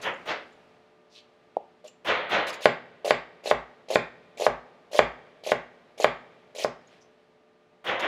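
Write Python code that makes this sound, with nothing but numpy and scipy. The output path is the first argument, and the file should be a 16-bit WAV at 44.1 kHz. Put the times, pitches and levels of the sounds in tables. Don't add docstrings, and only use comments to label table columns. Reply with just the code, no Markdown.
import sys
import numpy as np
from scipy import signal
from scipy.fft import rfft, irfft, next_fast_len
from scipy.io import wavfile

SR = 44100
rng = np.random.default_rng(int(sys.argv[2]) if len(sys.argv) > 2 else 0)


def dump(signal):
    limited = np.clip(np.atleast_2d(signal).T, -1, 1)
    pcm = np.round(limited * 32767).astype(np.int16)
    wavfile.write(sys.argv[1], SR, pcm)


N = 355887
TIME = np.arange(N) / SR


def from_db(db):
    return 10 ** (np.asarray(db) / 20)


def rms_one(x):
    return x / np.sqrt(np.mean(x ** 2) + 1e-20)


def decay(t, t60):
    return from_db(-60 * np.maximum(t, 0) / t60)


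def at_hz(rows, hz):
    row_hz, *columns = np.transpose(rows)
    return [np.interp(np.log(hz + 1), np.log(row_hz), column) for column in columns]


def butter(x, hz, kind, order=2):
    return signal.sosfilt(signal.butter(order, hz, kind, fs=SR, output="sos"), x)


def coloured(x, spectrum):
    size = next_fast_len(N)
    gain = from_db(at_hz(spectrum, np.fft.rfftfreq(size, 1 / SR))[0])
    return rms_one(irfft(rfft(x, size) * gain, size)[:N])


def add(track, start_s, sound):
    i = int(np.clip(start_s * SR, 0, N - 1))
    track[i:i + len(sound)] += sound[:N - i]


def grains(per_s, spread_db):
    clicks = (rng.random(N) < per_s / SR) * rng.choice([-1, 1], N)
    return clicks * from_db(spread_db * np.minimum(rng.exponential(1, N), 4))


def pulse(contact_ms):
    u = np.arange(256) / SR * 1000 / contact_ms
    force = u ** 3 * np.exp(-u)
    return force / force.sum()


# pitch_hz, rms_db
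FAN_TONES = [(178, -78), (242, -75), (360.5, -72), (436, -66.5), (598, -70), (1195, -76.5), (1809, -87)]
# frequency_hz, gain_db
BACKGROUND_SPECTRUM = [(25, -19.5), (60, -15.5), (100, -8), (170, -1.5), (450, -2), (700, 0), (1000, -6.5),
                       (2500, -12), (4000, -18.5), (7000, -30.5), (10000, -38), (15500, -50.5)]
# time_s, rms_db
BACKGROUND_LEVEL = [(0, -48.5), (1.0, -64), (1.4, -62.5), (2.0, -63.5), (4.0, -61), (6.8, -60.5),
                    (7.5, -65.5), (8.07, -64)]

def background(waver=.12):
    tones = 0
    for hz, db in FAN_TONES:
        drift = np.interp(TIME, np.linspace(0, TIME[-1], 40), rng.standard_normal(40))
        amplitude = np.sqrt(2) * from_db(db) * (1 + waver * drift)
        tones += amplitude * np.sin(2 * np.pi * hz * TIME + drift)
    level = from_db(np.interp(TIME, *np.transpose(BACKGROUND_LEVEL)))
    return tones + level * coloured(rng.standard_normal(N), BACKGROUND_SPECTRUM)


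# frequency_hz, early_db, early_t60_s, late_db, late_t60_s
REVERBERATION = [(60, -9, 0.36, -14, 1.1), (182, -0.5, 0.19, -12, 1.3), (600, -10.5, 0.27, -24, 1.2),
                 (1500, -5.5, 0.73, -17, 1), (2940, -7, 0.4, -24, 1.8), (6500, -7.5, 0.23, -21, 0.74),
                 (9900, -7, .11, -39, .5), (16000, -12, .09, -40.5, .3)]
# delay_s, gain_db
STEEL_ECHOES = [(.0052, -20.5), (.0113, -15.5), (0.0358, -22)]

def kitchen(gap_s=.003, build_s=.00069, early_s=.14):
    t, response = TIME[:3 * SR // 2], 0
    edges_hz = 44 * 2 ** np.arange(0, 9, .5)
    white = rng.standard_normal((2, len(t)))
    onset = np.clip((t - gap_s) / build_s, 0, 1)
    early_window = np.exp(-np.minimum((t / early_s) ** 3, 60))
    for k, (low, high) in enumerate(zip(edges_hz, edges_hz[1:])):
        early_db, early_t60, late_db, late_t60 = at_hz(REVERBERATION, np.sqrt(low * high))
        noise = butter(white[k % 2], [low, high], "band") * onset
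        early = noise * decay(t, early_t60) * early_window
        late = noise * decay(t, late_t60)
        band_share = 2 * (high - low) / SR
        for db, tail in (early_db, early), (late_db, late):
            response += from_db(db) * tail * np.sqrt(band_share / np.sum(tail ** 2))
    for delay_s, db in STEEL_ECHOES:
        add(response, delay_s, from_db(db) * pulse(contact_ms=.027))
    return response


# frequency_hz, gain_db
SWISH_SPECTRUM = [(40, -26.5), (130, -14), (300, -6.5), (550, 5), (800, 1.5), (1300, 0), (2000, -0.5),
                  (2600, -5), (3200, -6.5), (4200, -13.5), (6500, -20), (8500, -39.5), (12000, -86)]
# crest_s, level_db, t60_s, crossover_hz
SWISH_EVENTS = [(-.1, -38, 0.39, 3500), (0.074, -26, 0.31, 3240), (.305, -26.5, .32, 5250),
                (2.096, -21.5, .66, 4210), (2.343, -21.5, 0.64, 4290), (7.891, -25, 0.81, 3740),
                (8.047, -27.5, 0.44, 3700)]

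def swishes(swell_s=.042, rasp_hz=3100, rasp_db=-10, rasp_s=.014, hiss_db=-37.5):
    out = np.zeros(N)
    low, high = [coloured(grains(per_s=14000, spread_db=1.5), SWISH_SPECTRUM) for _ in range(2)]
    hiss = butter(rng.standard_normal(N), 5500, "high")
    hiss = rms_one(butter(hiss, 11000, "low", order=1))
    rasp = rms_one(butter(rng.standard_normal(N), [.85 * rasp_hz, 1.15 * rasp_hz], "band", order=3))
    for crest_s, db, t60, crossover_hz in SWISH_EVENTS:
        t = TIME - crest_s
        onset = np.clip((t + 1.2 * swell_s) / .0036, 0, 1)
        swell = from_db(db - 16.2 * np.clip(-t / swell_s, 0, 2) ** 1.2) * decay(t, t60)
        body = butter(low, crossover_hz, "low", order=10)
        treble = butter(high, crossover_hz, "high", order=6) * decay(t + .028, t60=.54)
        rasp_window = np.exp(-np.minimum(((t + .013) / rasp_s) ** 2, 60))
        out += onset * swell * (body + treble * (crossover_hz / 5000) ** 2)
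        out += onset * from_db(db + rasp_db) * rasp_window * rasp
        out += onset * from_db(db + hiss_db) * decay(t + .012, t60=.16) * hiss
    return out


# centre_s, level_db, pitch_hz, length_s
TOUCHES = [(.143, -63, 6750, 0.011), (0.53, -71, 7100, .012), (1.137, -61, 4440, 0.054),
           (1.176, -51, 3440, 0.058), (1.88, -55, 7200, 0.01), (6.877, -57, 6700, 0.0063),
           (6.933, -62.5, 2230, 0.13), (7.021, -61.5, 5640, 0.022)]

def rustles(widening_per_s=5):
    out, friction = np.zeros(N), grains(per_s=2100, spread_db=2.5)
    for centre_s, db, hz, length_s in TOUCHES:
        swell = np.exp(-np.minimum((2 * (TIME - centre_s) / length_s) ** 2, 60))
        width = 1 + widening_per_s * length_s
        out += from_db(db) * swell * rms_one(butter(friction, [hz / width, hz * width], "band"))
    return out


def ringing(modes):
    t = TIME[:SR // 2]
    return sum((-1) ** k * from_db(db) * np.sin(2 * np.pi * hz * t) * decay(t, t60)
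               for k, (hz, db, t60) in enumerate(modes))


# pitch_hz, level_db, t60_s
TOCK_MODES = [(536, -8, .009), (800, -3.5, 0.008), (880, -11, 0.0058)]

def onion_tock(start_s=1.5675, gain_db=2, cutoff_hz=950):
    out = np.zeros(N)
    note = butter(ringing(TOCK_MODES), cutoff_hz, "low", order=5)
    add(out, start_s, from_db(gain_db) * butter(note, 330, "high"))
    return out


def counter_boom(crest_s=.05, boom_hz=57):
    out, t = np.zeros(N), TIME[:SR // 2]
    swell = (t / crest_s) ** 2 * np.exp(2 - 2 * t / crest_s)
    for impact_s, _, _, boom_db, *_ in STROKES:
        add(out, impact_s, from_db(boom_db) * swell * np.sin(2 * np.pi * boom_hz * t))
    return out


# pitch_hz, level_db, t60_s
BOARD_MODES = [(182, -27, 0.042), (227, -6, 0.0047), (425, -10, 0.026), (428, -2.5, 0.014),
               (508, 4.5, 0.0075), (670, 5, 0.013), (624, 5.5, 0.0088), (850, -18.5, 0.035),
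               (1045.4, -12, 0.041), (1093, 3, 0.0054), (1385, -4, 0.011), (1630, -5.5, 0.0076),
               (1840, -9.5, 0.026), (2120, 3, 0.0032), (2415, -4, 0.013), (2600, -4, 0.004),
               (3330, -2.5, 0.0061), (3570, -4, 0.0065), (4740, -4.5, 0.004), (7400, -8, 0.004)]
# pitch_hz, level_db, t60_s
COUNTER_MODES = [(134.2, -36, 0.18), (162.6, -36.5, 0.15), (249.4, -31, .16), (366, -36, 0.19),
                 (587, -27, 0.12), (827, -28.5, 0.094), (882, -35.5, 0.36), (1085, -33.5, 0.078),
                 (1179, -31.5, 0.13), (1436, -36.5, 0.11), (1630, -25, 0.1), (1910, -29, 0.051),
                 (2148, -28, 0.099), (3055, -28, 0.045)]

def board(force, spot_spread_db=0):
    modes = [(hz, db + spot_spread_db * (hz > 800) * rng.standard_normal(), t60)
             for hz, db, t60 in BOARD_MODES]
    response = ringing(modes) + ringing(COUNTER_MODES)
    return butter(signal.fftconvolve(force, response)[:N], 120, "high")


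# start_s, length_s, snap_db, crunch_db
SHALLOW_NICKS = [(0.014, 0.03, -57, -42.5), (1.841, 0.047, -28.5, -54.5), (2.466, 0.033, -23.5, -37),
                 (2.527, .02, -54, -42), (7.993, 0.016, -42, -41.5)]

def cuts(skin_snap_db=-25.5, skin_build_db_per_s=219.5, usual_snap_db=-8.5):
    rows = []
    for impact_s, _, _, _, skin_s, slice_s, snap_db in STROKES:
        break_s = impact_s - slice_s
        if skin_s > 0:
            skin_crunch_db = -51 + skin_build_db_per_s * skin_s
            rows.append((break_s - skin_s, break_s, skin_snap_db, skin_crunch_db))
        crunch_db = -35 + .12 * (snap_db - usual_snap_db)
        rows.append((break_s, impact_s, snap_db, crunch_db))
    return rows + [(start_s, start_s + length_s, *levels) for start_s, length_s, *levels in SHALLOW_NICKS]


# frequency_hz, gain_db
CELL_SPECTRUM = [(1200, -13.5), (1800, -1.5), (2600, 5), (4000, 3.5), (5200, -1), (6800, -2), (8500, -11.5),
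                 (11000, -12), (15500, -26.5)]

def cell_crackle(cycles=26, bursts_per_s=600, clump_db=4):
    out, knots_s = 0, np.linspace(0, TIME[-1], 700)
    for hz in np.geomspace(1300, 15000, 26):
        radius, angle = decay(1 / SR, t60=cycles / hz), 2 * np.pi * hz / SR
        clumps = from_db(clump_db * np.interp(TIME, knots_s, rng.standard_normal(len(knots_s))))
        bursts = (rng.random(N) < bursts_per_s / SR) * rng.standard_normal(N) * clumps
        feedback = [1, -2 * radius * np.cos(angle), radius ** 2]
        out += np.sqrt((1 - radius) * hz) * signal.lfilter([1, 0, -1], feedback, bursts + 1e-18)
    return coloured(out, CELL_SPECTRUM)


def crunch(rise_s=.006, release_t60=.053, growth_db=4):
    envelope, t = np.zeros(N), TIME[:SR // 5]
    for start_s, end_s, _, crunch_db in cuts():
        length_s = end_s - start_s
        depth = np.minimum(t / length_s, 1)
        gate = np.minimum(t / rise_s, 1) ** 2 * decay(t - length_s, release_t60)
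        add(envelope, start_s - .002, from_db(crunch_db + growth_db * (depth - 1)) * gate)
    return envelope * cell_crackle()


def layer_force(layer_s=.0095, gain_db=1, uneven_db=3.5, fade_db=8):
    force = np.zeros(N)
    for start_s, end_s, snap_db, _ in cuts():
        snap_s = start_s
        for thickness, size, lag in rng.standard_normal((16, 3)):
            depth = (snap_s - start_s) / (end_s - start_s)
            if depth < .9:
                jolt_db = gain_db + snap_db + uneven_db * size - fade_db * depth ** 2
                jolt = from_db(jolt_db) * pulse(contact_ms=.2)
                add(force, snap_s, jolt)
                add(force, snap_s + .0015 * (1 + abs(lag)), .4 * jolt)
            snap_s += layer_s * np.exp(.25 * thickness)
    return butter(butter(force, 560, "high"), 1200, "low", order=3)


# impact_s, strength_db, contact_ms, boom_db, skin_s, slice_s, snap_db
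STROKES = [(2.6564, 1.5, 0.033, -65, 0.013, 0.039, -28), (3.1075, -2.5, .029, -55, 0, 0.062, -10.5),
           (3.5121, -2.5, 0.049, -47, 0.022, 0.055, -11), (3.9565, -2.5, 0.034, -57, 0.019, 0.054, -5.5),
           (4.4658, -1.5, 0.064, -48, 0.027, 0.068, -11), (4.991, 1, .039, -43, 0.017, .061, -8),
           (5.5185, -3.5, .051, -57, 0.028, 0.055, -7.5), (6.0442, -1.5, .032, -52.5, 0.023, 0.045, -10.5),
           (6.6463, -6, 0.085, -62, .035, 0.063, -18.5)]

def knife_knocks():
    out = np.zeros(N)
    for impact_s, db, contact_ms, *_ in STROKES:
        add(out, impact_s, from_db(db) * board(pulse(contact_ms), spot_spread_db=1.6))
    return out


def scene(cut_room_db=-3, swish_room_db=-5, tock_room_db=-8):
    contacts = knife_knocks() + rustles()
    cutting = board(layer_force()) + crunch()
    swish, tock = swishes(), onion_tock()
    into_room = (contacts + from_db(cut_room_db) * cutting
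                 + from_db(swish_room_db) * swish + from_db(tock_room_db) * tock)
    reverberation = signal.fftconvolve(into_room, kitchen())[:N]
    return (contacts + cutting + swish + tock + reverberation + counter_boom() + background())[None]


def record(dry, cutoff_hz=15800):
    low_pass = signal.ellip(10, .1, 80, cutoff_hz, fs=SR, output="sos")
    return signal.sosfilt(low_pass, np.clip(dry, -1, 1))


dry = scene()
out = record(dry)
dump(out)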